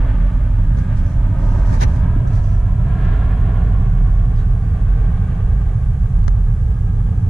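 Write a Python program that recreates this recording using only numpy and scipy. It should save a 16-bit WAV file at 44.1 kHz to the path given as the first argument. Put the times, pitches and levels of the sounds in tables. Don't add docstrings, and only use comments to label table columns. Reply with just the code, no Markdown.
import sys
import numpy as np
from scipy import signal
from scipy.fft import rfft, irfft
from scipy.io import wavfile
from scipy.ndimage import uniform_filter1d, minimum_filter1d

SR = 44100
rng = np.random.default_rng(int(sys.argv[2]) if len(sys.argv) > 2 else 0)


def store_pcm(level_fs):
    pcm = np.round(np.clip(level_fs, -1, 1) * 32767).astype(np.int16)
    wavfile.write(sys.argv[1], SR, np.atleast_2d(pcm).T)


N = 321706
TIME = np.arange(N) / SR
FREQS = np.maximum(np.arange(N // 2 + 1) * SR / N, 1)


def from_db(db):
    return 10 ** (np.asarray(db) / 20)


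def rms_one(x):
    return x / np.sqrt(np.mean(x ** 2) + 1e-20)


def in_time(rows):
    s, *columns = np.transpose(rows)
    return [np.interp(TIME, s, c) for c in columns]


def over_hz(points):
    hz, value = np.transpose(points)
    return np.interp(np.log(FREQS), np.log(hz), value)


def noise(spectrum, channels=1):
    top_hz = spectrum[-1][0]
    gain = from_db(over_hz(spectrum)) * np.minimum(1, top_hz / FREQS) ** 8
    white = rng.standard_normal((channels, N))
    return rms_one(irfft(rfft(white) * gain, N))


def smooth(x, seconds):
    size = max(int(seconds * SR), 1)
    return uniform_filter1d(uniform_filter1d(x, size), size)


def flutter(seconds):
    return rms_one(smooth(rng.standard_normal(N), seconds))


def steady(x, seconds):
    return x / np.sqrt(smooth(x ** 2, seconds) + 1e-9)


def below(x, edge_hz):
    return irfft(rfft(x) / (1 + (FREQS / edge_hz) ** 8), N)


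def resonate(x, modes):
    out = 0
    for k, (hz, width, db) in enumerate(modes):
        r = np.exp(-np.pi * abs(width) / SR)
        poles = [1, -2 * r * np.cos(2 * np.pi * hz / SR), r * r]
        gain = (-1) ** k * from_db(db) * (1 - r * r) / 2
        out = out + gain * signal.lfilter([1, 0, -1], poles, x + 1e-18)
    return out


def delayed(x, ms):
    return np.interp(TIME - ms / 1000, TIME, x)


def pan(db):
    return from_db(np.array([[db], [-db]]) / 2)


def swell(at_s, length_s):
    return np.exp(-np.minimum(((TIME - at_s) / length_s) ** 2 / 2, 50))


def gesture(at_s, hold_s, attack_s, release_s):
    early = np.maximum(at_s - TIME, 0)
    late = np.maximum(TIME - at_s - hold_s, 0)
    return np.exp(-np.minimum(early / attack_s + late / release_s, 50))


def tone(hz):
    return np.sin(2 * np.pi * np.cumsum(hz) / SR)


# (frequency [Hz], relative density [dB per Hz])
HISS_COLOUR = [(500, 16), (4300, -4.5), (5500, -3.5), (6100, -0.5), (6800, -1.5), (8200, -3.5),
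               (9800, -2.5), (11000, -7.5), (12500, -12), (14500, -22)]


def hiss(level_db=-51.5):
    return from_db(level_db) * noise(HISS_COLOUR, channels=2)


# (time [s], level before trim [dB], decay [s], left over right [dB])
TICK_EVENTS = [(0.773, -54, 0.0027, 5), (0.786, -52, .003, 0), (0.971, -59, .003, -7),
               (2.273, -57.5, 0.012, -4), (2.3316, -60, .006, 2), (3.049, -61, .008, -3),
               (6.2392, -57, .002, -3), (6.279, -42.5, 0.0014, 2), (6.2806, -39, .002, -1)]
# (frequency [Hz], width [Hz], level [dB])
HOUSING_MODES = [(1100, 900, 14), (1880, 750, 13), (2770, 900, 0.5), (4600, 1200, -3.5), (5430, 340, -3),
                 (5980, 450, 6), (7650, 520, -4), (9700, 2000, -12.5)]


def ticks(trim_db=14.0):
    force = np.zeros((2, N))
    age = TIME[:SR // 20]
    for s, db, decay, pan_db in TICK_EVENTS:
        start = int(s * SR)
        burst = np.exp(-age / decay) * rng.standard_normal((2, len(age)))
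        force[:, start:start + len(age)] += from_db(db + trim_db) * pan(pan_db) * burst
    return resonate(force, HOUSING_MODES)


# (time [s], bell width [s], mean pitch [Hz], level [dB])
GRIP_CHIRPS = [(4.346, .008, 3900, -63), (4.362, .007, 5070, -61), (4.377, 0.007, 4730, -62),
               (4.637, .011, 4650, -67), (4.7, .015, 4740, -69)]
# (multiple of the slip rate, level [dB])
CREAK_PARTIALS = [(6, -67), (7, -61), (8, -59), (9, -65), (13, -66), (15, -69)]


def squeak(creak_at_s=4.396, creak_s=0.021, slip_hz=482, rise_hz_per_s=200,
           waver=.006, waver_s=0.00195, haze_db=-58, pan_db=-4.0):
    from_middle = np.clip(TIME - creak_at_s, -3 * creak_s, 3 * creak_s)
    slips = slip_hz + rise_hz_per_s * from_middle
    unsteady = 1 + waver * flutter(waver_s)
    partials = sum(from_db(db) * tone(k * slips * unsteady) for k, db in CREAK_PARTIALS)
    haze = from_db(haze_db) * noise(RUB_SPECTRUM, channels=2)
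    creak = swell(creak_at_s, creak_s) * (partials + haze)
    chirps = sum(from_db(db) * swell(s, length) * tone(hz * unsteady)
                 for s, length, hz, db in GRIP_CHIRPS)
    return (creak + chirps) * pan(pan_db)


# (time [s], bell width [s], pitch [Hz], level [dB])
BODY_KNOCKS = [(2.165, 0.0021, 223, -13), (6.282, 0.00096, 330, -28)]


def bump():
    return sum(from_db(db) * swell(s, length) * np.sin(2 * np.pi * hz * (TIME - s))
               for s, length, hz, db in BODY_KNOCKS)


# (time [s], level [dB], attack and decay [s])
GRIP_JOLTS = [(1.802, -14, .005), (1.849, -15, .011), (6.2805, -10, .016)]


def jolts(pitch_hz=58):
    side = 0
    for s, db, decay in GRIP_JOLTS:
        age = np.maximum(TIME - s, 0)
        thud = gesture(s, 0, decay, decay) * np.sin(2 * np.pi * pitch_hz * age)
        side = side + from_db(db) * thud
    return np.array([side, -side])


# (time [s], bell width [s], level [dB], centre [Hz], width [Hz])
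AIR_PUFFS = [(0.782, 0.011, -32, 550, 550), (1.738, 0.018, -31, 880, 400), (1.828, 0.013, -21, 950, 280),
             (2.165, 0.0085, -29, 258, 261), (2.259, 0.015, -30, 550, 550), (6.284, 0.0017, -27, 900, 800)]
# (frequency [Hz], relative density [dB per Hz])
AIR_COLOUR = [(100, 2), (220, 12), (1000, -6), (1500, -8), (2200, -12)]


def puffs(stroke_db=12.0, stroke_hz=300):
    air = noise(AIR_COLOUR)[0]
    side = from_db(stroke_db) * hand_pressure() * rms_one(resonate(air, [(stroke_hz, stroke_hz, 0)]))
    for s, length, db, hz, width in AIR_PUFFS:
        side = side + from_db(db) * swell(s, length) * rms_one(resonate(air, [(hz, width, 0)]))
    return np.array([side, -side])


# (start [s], hold [s], level [dB], thin rustle against that level [dB])
HAND_STROKES = [(0.778, .02, -56, -14), (0.97, .015, -55.5, -18), (1.07, .065, -64.5, 0),
                (1.41, 0.19, -57, -8.5), (1.665, 0.076, -55.5, -8), (1.73, 0.015, -48, -18),
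                (1.887, 0.077, -56.5, -11), (2.336, .025, -53, -11), (2.445, 0.12, -62, -4)]
STROKE_ATTACK_S, STROKE_RELEASE_S = 0.024, 0.042


def hand_pressure():
    return sum(from_db(db) * gesture(s, hold, STROKE_ATTACK_S, STROKE_RELEASE_S)
               for s, hold, db, _ in HAND_STROKES)


# (frequency [Hz], relative density [dB per Hz])
RUB_SPECTRUM = [(800, -11), (1800, 8.5), (3000, -9), (4400, -1), (5200, -2.5), (6100, -3), (7800, -6.5),
                (10000, -13), (13000, -26)]
# (frequency [Hz], relative density [dB per Hz])
SCUFF_SPECTRUM = [(400, 11), (1150, -11), (1550, 8), (1900, 7.5), (2900, -1), (3500, -2.5), (3900, 2.5),
                  (4400, -5.5), (6100, -0.5), (7800, -16.5), (10300, -15), (13500, -30)]
SCUFF_AT_S, SCUFF_HOLD_S, SCUFF_DB = 1.8135, 0.024, -28.7
SCUFF_ATTACK_S, SCUFF_RELEASE_S = 0.0095, 0.008
RUSTLE_HZ, RUSTLE_WIDTH_HZ = 5860, 990


def handling(grain_db=2.0, brush_db=0.9, brush_s=0.013, scuff_grain_db=2.0, slip_s=0.00098,
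             body_lag_ms=4.4, body_hz=2800, width=.85):
    band = [(RUSTLE_HZ, RUSTLE_WIDTH_HZ, 0)]
    lightness = sum(from_db(db + rustle_db) * gesture(s, hold, STROKE_ATTACK_S, STROKE_RELEASE_S)
                    for s, hold, db, rustle_db in HAND_STROKES)
    white = rng.standard_normal((2, N))
    rustle = lightness * rms_one(resonate(resonate(white, band), band))
    drag = hand_pressure() * noise(RUB_SPECTRUM, channels=2)
    grain = from_db(grain_db * flutter(0.0016) + brush_db * flutter(brush_s))
    rub = (drag + rustle) * grain

    slip = gesture(SCUFF_AT_S, SCUFF_HOLD_S, SCUFF_ATTACK_S, SCUFF_RELEASE_S)
    scuff = from_db(SCUFF_DB) * slip * noise(SCUFF_SPECTRUM, channels=2)
    body = below(scuff, body_hz)
    late_body = np.array([delayed(port, body_lag_ms) for port in body])
    scuff = scuff - body + late_body
    mid, side = rub + scuff * from_db(scuff_grain_db * flutter(slip_s))
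    return np.array([mid + width * side, mid - width * side])


# (time [s], level [dB])
WHINE_CURVE = [(0, -34), (.85, -6.5), (1.4, -33), (2.1, -11.5), (2.5, -26.5), (3.05, -11), (3.7, -24),
               (5.2, -18.5), (7.25, -18)]


def whine(pitch_hz=1630, width_hz=45):
    mode = [(pitch_hz, width_hz, 0)]
    level = in_time(ROAR_CURVE)[0] + in_time(WHINE_CURVE)[0]
    return from_db(level) * rms_one(resonate(resonate(rng.standard_normal(N), mode), mode))


# (time [s], level [dB])
HOLLOW_CURVE = [(0, -13), (1.05, -11), (1.4, -9), (2.1, -7.5), (2.45, -26), (3.1, -14.5), (4.2, -26),
                (7.25, -39)]


def hollow(ring_s=0.0036, order=3):
    hz = order * 1000 / in_time(REFLECTION_PATH)[0]
    level = in_time(ROAR_CURVE)[0] + in_time(HOLLOW_CURVE)[0]
    phase = 2 * np.pi * np.cumsum(hz) / SR
    ring = flutter(ring_s) * np.cos(phase) + flutter(ring_s) * np.sin(phase)
    return from_db(level) * rms_one(ring)


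# (time [s], level [dB])
ROAR_CURVE = [(0, -36), (0.3, -41), (0.63, -43), (0.93, -41), (1.15, -43), (1.45, -36), (2.05, -37.5),
              (2.45, -40), (2.82, -40.5), (3.02, -35), (3.4, -36.5), (3.69, -36.5), (3.92, -40),
              (4.55, -42.3), (4.9, -40.3), (5.25, -40), (5.5, -41), (5.9, -45), (7.25, -44)]
# (time [s], level [dB])
BRIGHTNESS_CURVE = [(0, -7.5), (1.1, -7.5), (1.45, -12.5), (2.0, -10.5), (2.7, -11), (2.9, -9.5),
                    (3.1, -7.5), (3.7, -11.5), (5.3, -9.5), (7.25, -11.5)]
# (frequency [Hz], relative density [dB per Hz])
ROAR_COLOUR = [(150, -2), (330, -1.5), (430, 5.5), (540, 1), (720, 0.5), (930, -3.5), (1250, -3.5),
               (1480, -8), (1720, -9), (2000, -14), (2700, -20), (3300, -22.5), (4400, -33.5),
               (8000, -62.5)]
# (time [s], delay [ms], strength [0-1])
REFLECTION_PATH = [(0, 3.37, .5), (1.0, 3.26, 0.5), (1.55, 3.23, 0.8), (1.85, 3.34, 0.4),
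                   (2.15, 3.02, 0.48), (3, 2.95, 0.62), (3.6, 2.78, 0.51), (5, 2.64, 0.4),
                   (7.2, 2.43, 0.42)]
# (delay [ms], strength [0-1])
DOOR_MIRROR_ECHOES = [(1.23, .1), (1.8, .13)]
# (frequency [Hz], likeness [up to 1])
ROAR_LIKENESS = [(200, 0.59), (450, 0.84), (700, 0.6), (1100, 0.41), (1600, 0.48), (2400, 0.4), (3300, 1),
                 (5000, .5)]
REFLECTION_DULL_HZ, REFLECTION_TREBLE = 1680, 0.36


def roar(low_db=0.15, high_db=-0.5, split_hz=1350, flutter_db=0.83, pan_db=-0.7):
    level, = in_time(ROAR_CURVE)
    upper = level + in_time(BRIGHTNESS_CURVE)[0]
    delay_ms, strength = in_time(REFLECTION_PATH)
    direct, diffuse = noise(ROAR_COLOUR, channels=2)
    dull = below(direct, REFLECTION_DULL_HZ)
    dulled = REFLECTION_TREBLE * direct + (1 - REFLECTION_TREBLE) * dull
    moving = np.clip(strength, 0, 1) * delayed(dulled, delay_ms)
    near = sum(g * delayed(direct, ms) for ms, g in DOOR_MIRROR_ECHOES)
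    heard = direct + moving + near

    alike = np.clip(over_hz(ROAR_LIKENESS), -.9, .99)
    spread = irfft(rfft(diffuse) * np.sqrt((1 - alike) / (1 + alike)), N)
    both = np.array([heard, spread])
    low = below(both, split_hz)
    high = both - low
    low = low / np.std(low[0]) * from_db(level + low_db)
    high = high / np.std(high[0]) * from_db(upper + high_db)
    mid, side = low + high
    return np.array([mid + side, mid - side]) * from_db(flutter_db * flutter(0.02)) * pan(pan_db)


# (time [s], level [dB])
BOOM_CURVE = [(0, -10), (.54, -13), (.72, -11), (.84, -19), (1.0, -8.5), (1.11, -20.5), (1.21, -6),
              (1.33, -20.5), (1.48, -9.5), (1.78, -10.5), (2.03, -14.5), (2.5, -14), (2.63, -11.5),
              (2.78, -17), (3.0, -12), (3.8, -12), (4.1, -7), (4.72, -16.5), (4.91, -8.5), (5.12, -12),
              (5.29, -20.5), (5.5, -9.5), (5.8, -19), (6.2, -11), (6.37, -9), (6.6, -15.5), (7.05, -17),
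              (7.25, -19)]
# (time [s], level [dB])
DRONE_CURVE = [(0, -21.5), (0.33, -27), (0.52, -19.5), (1.17, -21), (2.06, -17.5), (2.7, -19), (3.35, -20),
               (3.6, -18), (4.35, -19.5), (4.9, -21), (5.5, -21), (6.2, -19), (6.4, -20), (7.1, -20.5),
               (7.27, -17.5)]
# (time [s], level [dB])
HUM_CURVE = [(0, -41), (.24, -25.5), (.5, -39.5), (.75, -25.5), (1.15, -32.5), (1.5, -28), (1.8, -33),
             (2.1, -28.5), (2.6, -34.5), (2.9, -25.5), (3.15, -30.5), (3.8, -26), (4.4, -32.5), (4.8, -30),
             (5.35, -28), (5.55, -34.5), (6.8, -34), (7.25, -28.5)]
# (time [s], level [dB])
GROWL_CURVE = [(0, -34), (0.3, -37.5), (1.2, -37), (1.6, -34), (2.15, -36.5), (2.6, -42.5), (3.4, -36),
               (4.2, -41.5), (5.3, -42), (5.8, -45), (6.5, -48), (7.25, -38.5)]
# (frequency [Hz], relative density [dB per Hz])
BOOM_COLOUR = [(3, -55), (10, -25.5), (17, -6.5), (23, 0), (30, 5.5), (37, 15), (43.5, 17), (49, 13),
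               (58, 3), (72, -20), (100, -61.5)]
DRONE_COLOUR = [(45, -9), (62, -3.5), (73, 1.5), (83, -2.5), (97, 2.5), (116, -0.5), (143, -11.5),
                (184, -17), (210, -28.5), (300, -53)]
HUM_COLOUR = [(130, -19.5), (152, -3.5), (181, -1.5), (194, -9), (208, -25)]
GROWL_COLOUR = [(170, -28), (212, -4.5), (245, 1.5), (282, -2), (320, -19), (480, -49)]


def rumble(boom_db=-1.5, drone_db=3.5, boom_even_s=0.078, even_s=0.11, pan_db=-1.86, growl_pan_db=1.5):
    boom = from_db(in_time(BOOM_CURVE)[0] + boom_db) * steady(noise(BOOM_COLOUR), boom_even_s)
    drone = from_db(in_time(DRONE_CURVE)[0] + drone_db) * steady(noise(DRONE_COLOUR), even_s)
    hum = from_db(in_time(HUM_CURVE)[0]) * steady(noise(HUM_COLOUR), even_s)
    growl = from_db(in_time(GROWL_CURVE)[0]) * steady(noise(GROWL_COLOUR), even_s)
    return (boom + drone) * pan(pan_db) + hum + growl * pan(growl_pan_db)


def scene():
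    microphone = hiss() + ticks() + squeak() + bump() + jolts() + puffs() + handling()
    car = whine() + hollow() + roar() + rumble()
    return microphone + car


def limit_bass(x, hold_s=0.015, crossover_hz=330, ceiling_db=-6.2):
    bass = below(x, crossover_hz)
    allowed = np.minimum(1, from_db(ceiling_db) / (np.abs(bass.mean(axis=0)) + 1e-9))
    held = minimum_filter1d(allowed, max(int(hold_s * SR), 1))
    gain = smooth(held, hold_s / 2)
    return x + (gain - 1) * bass


CUTOFF_HZ = 14500


def record(dry):
    ends = np.minimum(1, np.minimum(TIME, TIME[::-1]) / .003)
    limited = limit_bass(dry)
    limited = limited - below(limited, 6)
    top_cut = signal.butter(14, CUTOFF_HZ, fs=SR, output="sos")
    return signal.sosfilt(top_cut, ends * limited)


dry = scene()
out = record(dry)
store_pcm(out)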